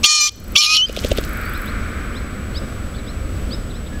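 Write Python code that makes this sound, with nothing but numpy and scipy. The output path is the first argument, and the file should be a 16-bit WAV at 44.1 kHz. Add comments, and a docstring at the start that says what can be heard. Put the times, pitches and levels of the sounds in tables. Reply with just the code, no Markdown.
"""A cock pheasant crows twice, close by in a meadow, then drums five times with his wings.
The two sides of his voice box (the syrinx) beat against each other in a harsh chord, and the
second note thins to a whistle. Each wing beat thumps the air while the feathers swish and snap.
Behind him small birds chirp, an insect ticks and the distance rumbles. The recorder whines
faintly; the crow overloads it, so it turns itself down and then recovers."""
import sys
import numpy as np
from scipy import signal
from scipy.fft import rfft, irfft
from scipy.io import wavfile
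from scipy.ndimage import uniform_filter1d

SR = 44100
rng = np.random.default_rng(int(sys.argv[2]) if len(sys.argv) > 2 else 0)


def bounce(signal):
    """Save signal as a 16-bit WAV file at the path given by the first command-line argument."""
    frames = np.transpose(np.atleast_2d(signal))
    limited = np.clip(frames, -1, 1)
    pcm = np.round(limited * 32767).astype(np.int16)
    wavfile.write(sys.argv[1], SR, pcm)


N = 176400   # 4 seconds
T = np.arange(N) / SR
HZ = np.maximum(np.fft.rfftfreq(N, 1 / SR), 1)


def from_db(db):
    """Turn decibels into a number to multiply by."""
    return 10 ** (np.asarray(db) / 20)


def rms_one(x):
    """Scale a sound to an average power of 1."""
    return x / np.sqrt(np.mean(x ** 2) + 1e-20)


def in_time(rows):
    """Join a table's rows with straight lines, giving each column a value at every sample."""
    times, *columns = np.transpose(rows)
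    return [np.interp(T, times, column) for column in columns]


def bell(x, centre, width):
    """A smooth hump of height 1."""
    return np.exp(-.5 * np.minimum(((x - centre) / width) ** 2, 200))


def noise(gain):
    """Noise of power 1, shaped by a gain for each frequency."""
    return rms_one(irfft(rfft(rng.standard_normal(N)) * gain, N))


def colour(points):
    """A gain for each frequency from (frequency [Hz], level [dB]) rows, fading below the first."""
    hz, db = np.transpose(points)
    return from_db(np.interp(np.log(HZ), np.log(hz), db)) * np.minimum(HZ / hz[0], 1) ** 2


def drift(rate_hz):
    """A random wobble, about 1 in size; a higher rate wobbles faster."""
    return noise(1 / (1 + (HZ / rate_hz) ** 2))


def smooth(x, lag_s):
    """Follow a signal a little late, rounding off its jumps."""
    decay = np.exp(-1 / (lag_s * SR))
    return signal.lfilter([1 - decay], [1, -decay], x)


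def meadow_echo(x, fade_s=0.56):
    """Grass and trees scatter a sound into a soft tail that drops 60 dB in fade_s."""
    tail = (noise(1 / (1 + HZ / 4000)) * from_db(-60 * T / fade_s))[:SR]
    return signal.fftconvolve(x, tail / np.linalg.norm(tail))[:N]


# The tone of the distant rumble and air: (frequency [Hz], relative level [dB])
AIR_COLOUR = [(15, -2), (45, -0.5), (80, -1), (150, -13.5), (220, -8.5), (300, -15.5), (400, -19.5),
              (560, -20), (900, -33.5), (1250, -27), (1900, -34.5), (3000, -36), (6000, -44.5),
              (15000, -50.5)]
# The tone of a far-off rush: (frequency [Hz], relative level [dB])
RUSH_COLOUR = [(600, -16.5), (950, -16.5), (1200, -1), (1450, 2.5), (1900, -6), (2300, -3.5), (2800, -18),
               (4300, -23.5), (6500, -37.5)]
# How that rush swells and fades: (time [s], level [dB])
RUSH_SWELL = [(0, -61), (.8, -35), (1.1, -39), (1.42, -29.5), (1.7, -31.5), (2.05, -34), (2.5, -40.5),
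              (3.2, -43), (4, -50)]

def distance():
    """A low rumble sways gently while a far-off rush comes and goes."""
    air = from_db(-24.5 + drift(1.33)) * noise(colour(AIR_COLOUR))
    rush_db, = in_time(RUSH_SWELL)
    return air + from_db(rush_db) * noise(colour(RUSH_COLOUR))


def electronic_whine(pitch_hz=7867, restarts_per_s=29.97):
    """The recorder's electronics give a thin, even whine that keeps starting afresh."""
    return from_db(-46) * np.sin(2 * np.pi * pitch_hz * (T % (1 / restarts_per_s)))


# The tone of the insect's ticks: (frequency [Hz], relative level [dB])
TICK_COLOUR = [(8500, -18), (10500, -5), (11300, 6), (12600, -2), (14000, 7), (15500, 1)]

def insect(start_s=.321, end_s=1.7, gap_s=.0402, slowing_s=.000023):
    """An insect ticks very high over a thin sizzle, slows a little and stops."""
    gaps = gap_s + slowing_s * np.arange(int((end_s - start_s) / gap_s))
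    ticks = sum(bell(T, time, 0.0018) for time in start_s - gap_s + np.cumsum(gaps))
    sizzle = from_db(-16.5) * (T < end_s)
    return from_db(-33.5) * (ticks + sizzle) * noise(colour(TICK_COLOUR))


def whistle(start, length, hz, db):
    """One tone that swells and fades as it follows a pitch."""
    progress = np.clip((T - start) / length, 0, 1)
    swell = np.sqrt(np.abs(np.sin(np.pi * progress))) * bell(progress, 0.68, 0.35)
    return from_db(db) * swell * np.sin(2 * np.pi * np.cumsum(hz) / SR)


# A small bird's hooked and rising calls: (time into call [s], low voice [Hz], high voice [Hz])
HOOK_SHAPE = [(0, 2740, 3950), (.013, 3010, 4250), (.028, 3620, 4780), (.041, 4080, 5200),
              (.058, 3350, 5160)]
RISE_SHAPE = [(0, 2654, 4320), (.038, 3920, 5250), (.063, 4400, 5450)]
# When it gives each call: (time [s], low voice level [dB], high voice level [dB])
HOOK_CALLS = [(2.536, -32.5, -29.5), (3.498, -33.5, -28.5)]
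RISE_CALLS = [(1.517, -36, -46), (1.645, -35.5, -54), (2.132, -35.5, -47), (3.05, -37, -45),
              (3.722, -42.5, -49)]
# Scratchy little chirps: (time [s], pitch [Hz], level [dB])
CHIRPS = [(2.934, 3170, -39), (2.948, 3900, -42), (2.974, 3530, -39), (3.695, 3400, -38),
          (3.856, 3300, -40)]
# Other birds' whistles:
# (time [s], length [s], start pitch [Hz], end pitch [Hz], bend in the middle [Hz], level [dB])
WHISTLES = [(0.848, 0.0423, 4250, 4690, 448, -22.5), (1.41, .1, 4370, 4850, -56, -43),
            (3.88, .13, 1580, 1610, 111, -39.5)]

def small_birds(chirp_s=.028, chirp_bend_hz=450):
    """Two-voiced calls, scratchy chirps and bending whistles, with the echo of distance."""
    out = np.zeros(N)
    waver, scratch = 1 + 0.011 * drift(157), 1 + .06 * drift(500)
    for shape, calls in ((HOOK_SHAPE, HOOK_CALLS), (RISE_SHAPE, RISE_CALLS)):
        times, *voices = np.transpose(shape)
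        for start, *levels in calls:
            for hz, db in zip(voices, levels):
                out += whistle(start, times[-1], np.interp(T - start, times, hz) * waver, db)
    for start, hz, db in CHIRPS:
        pitch = hz + chirp_bend_hz * np.sin(np.pi * (T - start) / chirp_s)
        out += whistle(start, chirp_s, pitch * scratch, db)
    for start, length, start_hz, end_hz, bend_hz, db in WHISTLES:
        progress = np.clip((T - start) / length, 0, 1)
        pitch = start_hz + (end_hz - start_hz) * progress + bend_hz * np.sin(np.pi * progress)
        out += whistle(start, length, pitch * waver, db)
    return out + from_db(-14) * meadow_echo(out)


def feather_crackle(ticks_per_s=470, pitch_hz=5030):
    """Feathers make tiny random ticks while the wings are moving."""
    ticks = (rng.random(N) < ticks_per_s / SR) * rng.standard_normal(N)
    crackle = irfft(rfft(ticks) * bell(np.log2(HZ), np.log2(pitch_hz), 0.63), N)
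    return from_db(-40.5) * bell(T, centre=1, width=0.2) * rms_one(crackle)


# Snaps of the stiff feather shafts, or quills: (time [s], level [dB], pitch [Hz])
QUILL_SNAPS = [(0.885, -20, 3610), (.928, -25, 6080), (.965, -15, 3200), (0.9904, -16.5, 4060),
               (1, -27, 6850), (1.04, -22, 2900), (1.062, -22, 4170), (1.0715, -31, 6850),
               (1.175, -14.5, 3250), (1.1827, -23, 3030), (1.239, -22, 4320)]

def quill_snaps(fade_s=0.0015):
    """Quills snap past one another, and the soft parts of the feathers rustle round each snap."""
    out = np.zeros(N)
    for time, db, hz in QUILL_SNAPS:
        quill = noise(bell(np.log2(HZ), np.log2(hz), 0.45) + 0.05)
        rustle = from_db(-21.5) * bell(T, time, 0.016)
        snap = (T > time) * np.exp(-np.clip((T - time) / fade_s, 0, 20))
        out += from_db(db) * quill * (rustle + snap)
    return out


# The tone of brushing feathers: (frequency [Hz], relative level [dB])
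FEATHER_COLOUR = [(300, 6), (1000, -16), (2000, -7), (3100, 3.5), (5000, -11.5), (7000, -11.5), (9500, -19),
                  (15500, -40)]
# The five wing beats: (time [s], level [dB], pitch [Hz], thump width [s])
WING_BEATS = [(0.8977, -10, 476, 0.0016), (0.9746, -12.5, 544, 0.0017), (1.0499, -10, 527, .0018),
              (1.1193, -7, 556, 0.002), (1.1868, -11, 490, 0.0016)]

def wing_beats(pull_s=0.0023, flow_back_s=0.0047, churn_hz=290):
    """Each beat swishes, cracks and thumps; it pulls and churns the air, which then flows back."""
    out = np.zeros(N)
    feathers = noise(colour(FEATHER_COLOUR))
    churned_air = noise(bell(HZ, churn_hz, churn_hz / 2))
    for time, db, hz, width in WING_BEATS:
        thump = -bell(T, time, width) * np.cos(2 * np.pi * hz * (T - time) + .5 * drift(hz / 10))
        pull = from_db(-3) * (.5 * bell(T, time + flow_back_s, 2 * pull_s) - bell(T, time, pull_s))
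        swish = from_db(-23) * bell(T, time - 0.00066, 0.014)
        crack = from_db(-10.5) * bell(T, time - 0.0019, 0.0013)
        churn = from_db(-16) * bell(T, time, 0.0067) * churned_air
        out += from_db(db) * (thump + pull + (swish + crack) * feathers + churn)
    return out


# The tone of the pheasant's hard buzz: (frequency [Hz], relative level [dB])
BUZZ_COLOUR = [(600, -35), (1200, -14.5), (1800, -34), (2400, -1.5), (3000, -19), (4200, -11), (6000, 2.5),
               (6600, -8), (7200, -2), (7800, -21), (9600, -23), (10800, -43), (12600, -18), (14500, -38)]

def locked_buzz(phase, hz):
    """The two voices lock into one buzz, made of tones at whole multiples of its pitch."""
    points_hz, points_db = np.transpose(BUZZ_COLOUR)
    buzz = 0
    for multiple in range(1, 25):
        gain = from_db(np.interp(multiple * hz, points_hz, points_db))
        buzz += gain * np.cos(multiple * phase + rng.normal(0, 1))
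    return rms_one(buzz)


# How the throat shapes the rasp: (frequency [Hz], relative level [dB])
THROAT_COLOUR = [(500, -52), (1700, -43), (2100, -9), (2600, -3), (4200, 4.5), (5400, -32), (6500, -18),
                 (7300, -27), (8200, -34), (10000, -13), (12700, -17.5), (15500, -31)]

def throat_rasp(low_phase):
    """Noise pulses in time with the low voice and is shaped by the throat."""
    puffs = rng.standard_normal(N) * (1 + np.cos(low_phase))
    return rms_one(irfft(rfft(puffs) * colour(THROAT_COLOUR), N))


def voice_phases(low_hz, high_hz, rough, slips_per_s=95, jitter_rad=2.2):
    """Where each voice is in its cycle. Both jitter; when rough, the high one slips whole cycles."""
    slip_rate = slips_per_s * np.exp(.3 * drift(60)) * (rough > .17)
    slipped_cycles = smooth(np.floor(np.cumsum(slip_rate) / SR), lag_s=0.0009)
    low = 2 * np.pi * np.cumsum(low_hz) / SR + 0.095 * jitter_rad * rough * drift(110)
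    high = 2 * np.pi * (np.cumsum(high_hz) / SR + slipped_cycles) + jitter_rad * rough * drift(110)
    return low, high


# Tones made by adding and subtracting the two pitches: (low voice [multiple], high voice [multiple])
CHORD_TONES = [(1, 0), (-1, 1), (2, 0), (0, 1), (3, 0), (1, 1), (4, 0), (2, 1), (0, 2), (5, 0), (3, 1),
               (6, 0), (4, 1), (2, 2), (3, 2), (1, 2), (-1, 2)]
# When the voices lock into a buzz an octave under the low voice: (start [s], end [s])
LOCKS = [(.21, 0.278), (0.585, .605)]

def crow_note(curve, tones_db, lock_share=.65, lock_fade_s=0.014):
    """The two sides of the voice box beat together in a flickering, raspy chord, and at times lock."""
    low_hz, high_hz, db, rough, balance_db = in_time(curve)
    rough = np.clip(rough, 0, 1)
    low, high = voice_phases(low_hz, high_hz, rough)
    low_gain, high_gain = from_db(-np.maximum(balance_db, 0)), from_db(np.minimum(balance_db, 0))
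    # A rough high voice breaks up the low voice's own overtones.
    overtone_gain = from_db(-35 * rough ** 2 * high_gain)
    chord, power = 0, 0
    for (lows, highs), tone_db in zip(CHORD_TONES, tones_db):
        flicker_db = 5 * drift(30) * np.sqrt(rough) if highs else 0
        gain = from_db(tone_db + flicker_db) * (low_gain if lows else 1)
        if highs:
            gain = gain * high_gain
        elif lows > 1:
            gain = gain * overtone_gain
        chord += gain * np.cos(lows * low + highs * high + rng.normal(0, 0.47))
        power += gain ** 2 / 2
    fades = sum(np.clip(np.minimum(T - start, end - T) / lock_fade_s + .5, 0, 1) for start, end in LOCKS)
    lock = lock_share * np.clip(fades, 0, 1)
    buzz = locked_buzz(low / 2, low_hz / 2) * from_db(flicker_db)   # flickers with the last chord tone
    tones = np.sqrt(1 - lock) * chord / np.sqrt(power) + np.sqrt(lock) * buzz
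    voice = tones * np.sqrt(1 - .5 * rough ** 2) + from_db(-4) * rough * throat_rasp(low)
    tremble = 1 + 0.35 * rough * drift(130)
    sounding = (T > curve[0][0]) * (T < curve[-1][0])
    return voice * tremble * from_db(db) * sounding


# How the crow's two notes move: (time [s], low voice [Hz], high voice [Hz], level [dB],
# roughness [0-1], how much louder the high voice is than the low [dB])
FIRST_NOTE = [(.032, 1154, 2701, -25, 0.23, -10), (.039, 1195, 2839, -11, 0.54, 7),
              (.046, 1210, 3139, 14.5, 0.42, 12.5), (.064, 1206, 3340, 20.5, 0.24, 8.5),
              (.082, 1205, 3050, 16, 0.19, -5), (.1, 1221, 3052, 17, .18, 4),
              (.16, 1217, 3034, 12, 0.18, 0), (.225, 1196, 2977, 6.5, 0.16, 1),
              (.269, 1212, 2945, 1, .28, -3), (.278, 1214, 3070, 0.5, 0.5, 13),
              (.294, 1170, 3180, -5.5, 0.3, 15), (.302, 1174, 3070, -56, 0.4, 0)]
SECOND_NOTE = [(.549, 1256, 3059, -51, 0.8, -8), (.557, 1251, 3247, -10, 0.33, -12),
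               (.565, 1098, 3284, 9.5, 0.23, 5.5), (.578, 1165, 3437, 12, .25, 11.5),
               (.585, 1189, 2999, 13, .19, -1), (.605, 1213, 3020, 12, 0.085, -4),
               (.613, 1200, 3037, 10.5, 0.47, 3.5), (.66, 1225, 2832, 8, 0.72, 4),
               (.672, 1220, 2880, 2.5, 0.24, -7), (.698, 1242, 2887, 2.5, 0.47, -13),
               (.738, 1258, 2830, 4, 0.17, -6), (.764, 1258, 2900, 3.5, 0.63, 6),
               (.779, 1250, 2993, 3.5, 0.13, 15.5), (.806, 1300, 2926, 0.5, 0.06, 20),
               (.832, 1267, 3070, 0, .022, 42), (.857, 1260, 3130, -8, .02, 45),
               (.866, 1272, 3330, -35, 0.11, 50)]
# How strong each of the CHORD_TONES is in each note: (relative level [dB])
FIRST_TONES_DB = [-2.5, -16, 2.5, -2.5, -6, 7, -3, 5, -10.5, 3, 3.5, -4.5, -11, -10, -12.5, -13, -4.5]
SECOND_TONES_DB = [-4.5, -36, 5.5, 4, -20, 6.5, -5, 8, -13, -4.5, -3.5, -15, -26, -26, -9, -10, 2.5]
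# The bark that opens each note: (time [s], level [dB])
BARKS = [(0.0473, 11.8), (0.5632, 3.15)]

def pheasant_crow(bark_hz=2960, bark_s=0.0036):
    """Two harsh notes, each kicked off by a bark, echo faintly from the meadow."""
    bursts = sum(from_db(db) * bell(T, time, bark_s) for time, db in BARKS)
    barks = noise(bell(HZ, bark_hz, width=350)) * bursts
    call = crow_note(FIRST_NOTE, FIRST_TONES_DB) + crow_note(SECOND_NOTE, SECOND_TONES_DB) + barks
    return call + from_db(-33.5) * meadow_echo(call)


def scene():
    """The pheasant and his surroundings, the same in the left and right channels."""
    pheasant = pheasant_crow() + wing_beats() + quill_snaps() + feather_crackle()
    background = small_birds() + insect() + distance() + electronic_whine()
    return np.tile(pheasant + background, (2, 1))


def record(dry, limit_db=-11.5, recovery_db_per_s=63, sense_s=0.0089, top_hz=16400):
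    """The recorder turns loud sound down a little late, recovers, rounds peaks and cuts the top treble."""
    power = np.abs(uniform_filter1d(dry[0] ** 2, int(sense_s * SR)))
    excess_db = np.maximum(10 * np.log10(power + 1e-12) - limit_db, 0)
    # Hold each overload, then let go of it at a steady rate.
    held_db = np.maximum.accumulate(excess_db + recovery_db_per_s * T) - recovery_db_per_s * T
    turned_down = dry * from_db(-smooth(held_db, lag_s=0.0044))
    clipped = turned_down / (1 + turned_down ** 6) ** (1 / 6)
    return signal.sosfilt(signal.cheby2(16, 70, top_hz, fs=SR, output="sos"), clipped)


dry = scene()
out = record(dry)
bounce(out)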